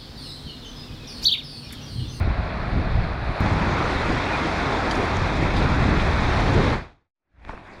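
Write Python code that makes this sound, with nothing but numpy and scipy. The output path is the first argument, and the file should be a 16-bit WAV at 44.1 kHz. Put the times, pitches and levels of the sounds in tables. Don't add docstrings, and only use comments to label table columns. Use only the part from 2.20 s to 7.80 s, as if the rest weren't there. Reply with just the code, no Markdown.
import sys
import numpy as np
from scipy import signal
from scipy.fft import irfft
from scipy.io import wavfile
from scipy.ndimage import uniform_filter1d

SR = 44100
rng = np.random.default_rng(int(sys.argv[2]) if len(sys.argv) > 2 else 0)


def to_linear_factor(level_db):
    exponent = np.asarray(level_db, float) / 20
    return 10 ** exponent


def master(y):
    cut = np.clip(np.atleast_2d(y).T, -1, 1)
    pcm = np.round(cut * 32767)
    wavfile.write(sys.argv[1], SR, pcm.astype(np.int16))


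N = 246959

JOIN_S, ROAD_S = 1.2052, 4.92

# f/Hz, density level/dB
BANK_COLOUR = [(210, -30), (350, -2), (480, -9), (670, 1.5), (840, -5), (1300, -5.5), (2460, -11.5),
               (3300, -17.5), (4270, -19), (6230, -41), (8200, -50), (9640, -47.5), (11300, -58),
               (15000, -71)]
BRIDGE_COLOUR = [(100, -40), (250, 5.5), (500, -1), (800, 2.5), (2130, -4.5), (2500, -6.5), (3700, -11.5),
                 (6000, -26), (8500, -39), (9700, -41), (11300, -50), (15000, -56.5)]
ROAD_COLOUR = [(200, -5), (330, -3), (450, -12.5), (600, -6.5), (1000, -8.5), (1860, -12.5), (2500, -15),
               (3800, -25), (4700, -31.5), (6000, -38.5), (11300, -53), (15000, -69)]
# t/s, level/dB
SWELL = [
    [(0, 0), (.25, 0.5), (.8, 1), (1.0, 0), (1.2, 2.5)],
    [(1.21, -1.5), (1.7, 0.35), (2.2, 0.2), (2.8, 0.2), (3.2, -0.4), (3.6, 0), (4.1, 0.6), (4.55, 0.37)],
    [(4.92, 13.5), (5.42, -3), (5.5, -1), (5.6, 1)],
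]
# t/s, level/dB
BREEZE = [
    [(0, -21.5), (.2, -27), (.3, -30), (.5, -24), (.9, -24.5), (1.2, -29.5)],
    [(1.21, -20.5), (1.9, -32.5), (2.4, -29.5), (2.9, -29), (3.2, -21.5), (3.7, -21), (4.55, -23)],
    [(4.92, -48), (5.2, -40.5), (5.3, -41), (5.42, -55), (5.6, -53)],
]
# centre t/s, length/s, rumble change/dB, flutter change/dB
GUSTS = [(0.09, 0.15, 4.5, 2), (0.15, 0.024, -11, -16), (0.2, 0.055, 6.5, -8), (0.314, 0.087, -1, 7.5),
         (0.474, .06, -4, 2.5), (0.57, 0.069, 4.5, 9), (0.774, 0.11, 7.5, -3.5), (0.96, 0.12, -3, -4),
         (1.1, 0.072, 3, 2), (1.165, 0.062, -12, -4), (1.27, 0.14, -1.5, 0), (1.5, 0.49, 0, 5.5),
         (1.733, 0.033, 1.5, -9), (1.92, 0.16, 6.5, 10), (2.25, 0.18, -2.5, 5.5), (2.49, 0.033, -9, 11.5),
         (2.65, 0.057, -1.5, 2), (2.802, 0.027, -1.5, 12.5), (3.005, 0.12, 5, 2.5), (3.11, 0.13, -5.5, -1),
         (3.227, 0.051, -3.5, 0), (3.307, .05, -5, -5.5), (3.669, 0.13, -0.5, 5.5), (3.9, 0.077, 0.5, -3),
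         (4.114, 0.25, 0.5, -3), (4.378, 0.098, 1.5, 10), (5.17, 0.18, 12.5, -15), (5.35, 0.048, -3, -6)]
# t/s, peak level/dB, length/s, sign
PUFFS = [
    (1.0955, -14.5, 0.0064, 1),
    (1.2075, -10, 0.0046, 1),
    (1.762, -11.5, 0.0075, -1),
    (1.904, -8, 0.0037, -1),
    (3.227, -8.5, 0.0026, 1),
    (5.298, -30, 0.0077, 1),
    (5.343, -36, 0.028, 1),
]
# centre t/s, length/s, level/dB
JETS = [(.58, .08, -35), (1.3, .15, -39), (1.92, .1, -29), (2.8, .08, -26.5), (3.23, .05, -26),
        (3.42, .1, -29.5), (4.124, 0.16, -35.5), (4.38, .25, -24), (4.56, .15, -28.5)]
# t/s, peak level/dB, centre f/Hz, width/Hz, T60/s
SPRAY = [(2.512, -51, 6000, 4040, 0.032), (2.661, -37, 3700, 1005, .04), (2.719, -38.5, 6900, 998, 0.052),
         (2.752, -34.5, 5470, 2500, 0.047), (2.753, -44.5, 10940, 5000, 0.044),
         (2.968, -32, 5900, 2210, 0.027), (3.365, -25, 3960, 1800, 0.12), (3.366, -45, 8500, 5000, 0.18),
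         (3.547, -54, 6000, 2930, .03), (4.335, -36, 6000, 4020, 0.077), (2.722, -48.5, 9500, 4010, .9)]
# f/Hz, width/Hz, peak level/dB
RAIL_MODES = [(3140, 270, -19.5), (3920, 600, -25.5), (4570, 500, -27), (5880, 900, -35), (7050, 1210, -36),
              (9500, 1500, -42), (13100, 3500, -47.5)]
# t/s, level/dB, start f/Hz, end f/Hz, length/s
POCKETS = [
    (2.126, -28.5, 2475, 2390, 0.039),
]
# multiple of f, level/dB
OVERTONES = [(1, 0.5), (2, -21), (4, -33.5)]
# t/s, peak level/dB, centre f/Hz, width/Hz, T60/s
GRAVEL = [(5.198, -35, 2600, 2500, .015), (5.250, -17.5, 1740, 2800, 0.0073),
          (5.283, -30, 1200, 2000, 0.024), (5.290, -28, 1490, 2500, 0.032), (5.2915, -31, 606, 700, 0.028),
          (5.2932, -23, 750, 800, 0.027), (5.294, -41, 3500, 1500, 0.038), (5.299, -31.5, 770, 700, 0.026),
          (5.306, -35, 1400, 1500, 0.043), (5.3315, -32, 650, 800, 0.036), (5.335, -36, 1000, 1400, 0.029),
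          (5.349, -39, 1000, 1500, 0.013), (5.3765, -28, 1060, 1190, 0.013), (5.283, -39, 5000, 6000, .2)]
# t/s, peak level/dB, centre f/Hz, width/Hz, T60/s
SCUFFS = [
    (5.45, -40.5, 1840, 500, 0.7),
    (5.49, -61, 6760, 1500, .15),
    (5.51, -54, 4700, 900, .3),
]
# f/Hz, level/dB
HOUSING = [(20, 1.5), (2500, 0), (2930, -8), (3500, -0.5), (11300, 2), (11800, -5.5), (12200, -11.5),
           (12600, -1), (14500, -6.5), (15200, -44.5)]
# t/s, level/dB
FADER = [(0, -1.5), (4.535, -1), (4.87, -59), (4.92, -90), (5.0, -61.5), (5.27, -5.5), (5.3, 0.5),
         (5.6, -1.5)]
# t/s, level/dB
CLICKS = [
    (.0005, -25),
    (1.2052, -24.5),
]


def water(swell, treble_swell, level_db, colour, grain_share, patchy_db, flicker_db):
    hz, t, grains = signal.stft(bubbles(), SR, nperseg=512, noverlap=384)
    wash = signal.stft(rng.standard_normal(N), SR, nperseg=512, noverlap=384)[2]
    z = np.sqrt(grain_share) * grains + np.sqrt(1 - grain_share) * wash
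    f, db = np.transpose(colour)
    colour_db = np.interp(np.log(hz + 1), np.log(f), db)[:, None]
    norm = np.sqrt(np.mean(to_linear_factor(colour_db) ** 2))
    high = np.clip(np.log2((hz + 1) / 2000) / 2, 0, 1)[:, None]
    gain_db = colour_db + level_db + (1 + treble_swell * high) * curve(swell, t)[0]
    gain_db = gain_db + patchy_db * blotches(len(hz), len(t), tall=6, wide=25)
    gain_db = gain_db + flicker_db * high * blotches(1, len(t), tall=1, wide=5)
    return signal.istft(z * to_linear_factor(gain_db) / norm, SR, nperseg=512, noverlap=384)[1][:N]


def bubbles(per_s=4000, spread_db=1.5, cycles=6):
    size = to_linear_factor(spread_db * np.minimum(rng.exponential(1, N), 5))
    size *= rng.random(N) < per_s / SR
    kind = rng.integers(0, 30, N)
    out = np.zeros(N)
    for k, hz in enumerate(np.geomspace(250, 14000, 30)):
        u = np.arange(int(3 * cycles * SR / hz)) * hz / SR / cycles
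        tone = u * np.exp(-2.5 * u) * np.sin(2 * np.pi * cycles * u * (1 + 0.061 * u))
        grain = np.sqrt(hz) * evened(tone) / np.sqrt(len(u))
        out += signal.oaconvolve(size * (kind == k), grain)[:N]
    return evened(out)


def wind(breeze, flutter_db, low_hz, edge_hz, top_hz, lumpy_db):
    push_db = curve(breeze, np.arange(N) / SR)[0]
    rumble_db, sharp_db = gusting()
    rumble = to_linear_factor(push_db + rumble_db) * eddies(low_hz, edge_hz, lumpy_db, 0.082)
    flutter = to_linear_factor(push_db + flutter_db + sharp_db) * eddies(edge_hz, top_hz, lumpy_db, 0.13)
    return band(rumble + flutter, 21, 1100)


def gusting():
    centre_s, length_s, *change_db = np.transpose(GUSTS)
    t = np.arange(0, N + 100, 100) / SR
    bells = np.exp(-(2 * (t[:, None] - centre_s) / length_s) ** 2)
    return [np.interp(np.arange(N) / SR, t, bells @ db) for db in change_db]


def eddies(low_hz, high_hz, lumpy_db, window_s):
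    push, lumps = rng.standard_normal((2, N))
    lumps = evened(band(lumps, 11, 40))
    x = band(push, low_hz, high_hz) * to_linear_factor(lumpy_db * lumps)
    x = band(x, low_hz / 2, high_hz * 2)
    hann = signal.windows.hann(int(window_s * SR))
    power = abs(signal.oaconvolve(x ** 2, hann / hann.sum(), "same"))
    return x / np.sqrt(power + 1e-12)


def puffs():
    out = np.zeros(N)
    for s, db, length_s, sign in PUFFS:
        u = np.arange(-2 * length_s, 2 * length_s, 1 / SR) / (length_s / 2)
        push = (1 - 2 * u ** 2) * np.exp(-2 * u ** 2)
        add(out, s - 2 * length_s, sign * to_linear_factor(db) * push)
    return out


def jets():
    t = np.arange(N) / SR
    passing = sum(to_linear_factor(db) * np.exp(-(2 * (t - s) / length_s) ** 2) for s, length_s, db in JETS)
    return passing * eddies(220, 480, lumpy_db=0, window_s=0.1)


def knocks(events, rise_s, top_hz, snap):
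    out, t = np.zeros(N), np.arange(9000) / SR
    for s, db, hz, width_hz, t60_s in events:
        low_hz = np.sqrt(hz ** 2 + width_hz ** 2 / 4) - width_hz / 2
        burst = rng.standard_normal(len(t)) * to_linear_factor(-60 * t / t60_s) * np.minimum(t / rise_s, 1)
        burst[0] = snap
        hit = band(burst, low_hz, low_hz + width_hz, order=3)
        add(out, s, to_linear_factor(db) * hit / abs(hit).max())
    return band(out, 150, top_hz)


def rail():
    strike_s, lag_s_per_octave, t60_s = 2.7085, 0.0019, 0.041
    first_hz = RAIL_MODES[0][0]
    return [(strike_s + lag_s_per_octave * np.log2(hz / first_hz), db, hz, width_hz, t60_s)
            for hz, width_hz, db in RAIL_MODES]


def pockets():
    out = np.zeros(N)
    for s, db, start_hz, end_hz, length_s in POCKETS:
        phase = 2 * np.pi * np.cumsum(np.linspace(start_hz, end_hz, int(length_s * SR))) / SR
        tone = sum(to_linear_factor(part_db) * np.sin(round(k) * phase) for k, part_db in OVERTONES)
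        add(out, s, to_linear_factor(db) * tone * signal.windows.tukey(len(phase), 0.5))
    return out


def evened(x):
    return x / np.sqrt(np.mean(x ** 2) + 1e-20)


def curve(rows, t):
    s, *columns = np.transpose(rows)
    return [np.interp(t, s, c) for c in columns]


def add(mix, s, sound):
    part = mix[round(s * SR):][:len(sound)]
    part += sound[:len(part)]


def blotches(rows, columns, tall, wide):
    z = rng.standard_normal((rows, columns))
    z = uniform_filter1d(z, size=tall, axis=0)
    return evened(uniform_filter1d(z, size=wide, axis=1))


def band(x, low_hz, high_hz, order=2):
    return signal.sosfilt(signal.butter(order, [low_hz, high_hz], "band", fs=SR, output="sos"), x)


def scene():
    bank = water(SWELL[0], treble_swell=1.2, level_db=-32, colour=BANK_COLOUR,
                 grain_share=0.22, patchy_db=0.65, flicker_db=0.43)
    bank += wind(BREEZE[0], flutter_db=-8.5, low_hz=21, edge_hz=96, top_hz=244, lumpy_db=2.5)

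    bridge = water(SWELL[1], treble_swell=1.2, level_db=-24, colour=BRIDGE_COLOUR,
                   grain_share=0.15, patchy_db=0.95, flicker_db=0.93)
    bridge += wind(BREEZE[1], flutter_db=-5.5, low_hz=24, edge_hz=96, top_hz=215, lumpy_db=1.9)
    bridge += knocks(SPRAY + rail(), rise_s=0.001, top_hz=13000, snap=4.2)
    bridge += pockets()

    road = water(SWELL[2], treble_swell=0.095, level_db=-42.5, colour=ROAD_COLOUR,
                 grain_share=0.16, patchy_db=1.7, flicker_db=1.2)
    road += wind(BREEZE[2], flutter_db=-3.5, low_hz=12, edge_hz=70, top_hz=400, lumpy_db=2.0)
    road += knocks(GRAVEL, rise_s=0.0013, top_hz=3300, snap=5.2)
    road += knocks(SCUFFS, rise_s=0.038, top_hz=9000, snap=0)

    t = np.arange(N) / SR
    joined = np.clip((t - JOIN_S) / 0.002 + 0.5, 0, 1)
    river = (1 - joined) * bank + joined * bridge
    places = np.where(t < ROAD_S, river, road)
    return (places + puffs() + jets())[None]


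def band_limit(x):
    return signal.sosfilt(signal.butter(12, 15900, fs=SR, output="sos"), x)


def record(dry):
    f, db = np.transpose(HOUSING)
    hz = np.linspace(0, SR / 2, 513)
    response = to_linear_factor(np.interp(np.log(hz + 1), np.log(f), db))
    taps = np.roll(irfft(response), 512) * signal.windows.hann(1024)
    wet = signal.oaconvolve(dry, taps[None], "same")
    wet *= to_linear_factor(curve(FADER, np.arange(N) / SR)[0])
    for s, click_db in CLICKS:
        wet[:, round(s * SR)] += to_linear_factor(click_db)
    wet += to_linear_factor(-88)
    wet += to_linear_factor(-125) * rng.standard_normal(N)
    return band_limit(wet)


dry = scene()
out = record(dry)
master(out)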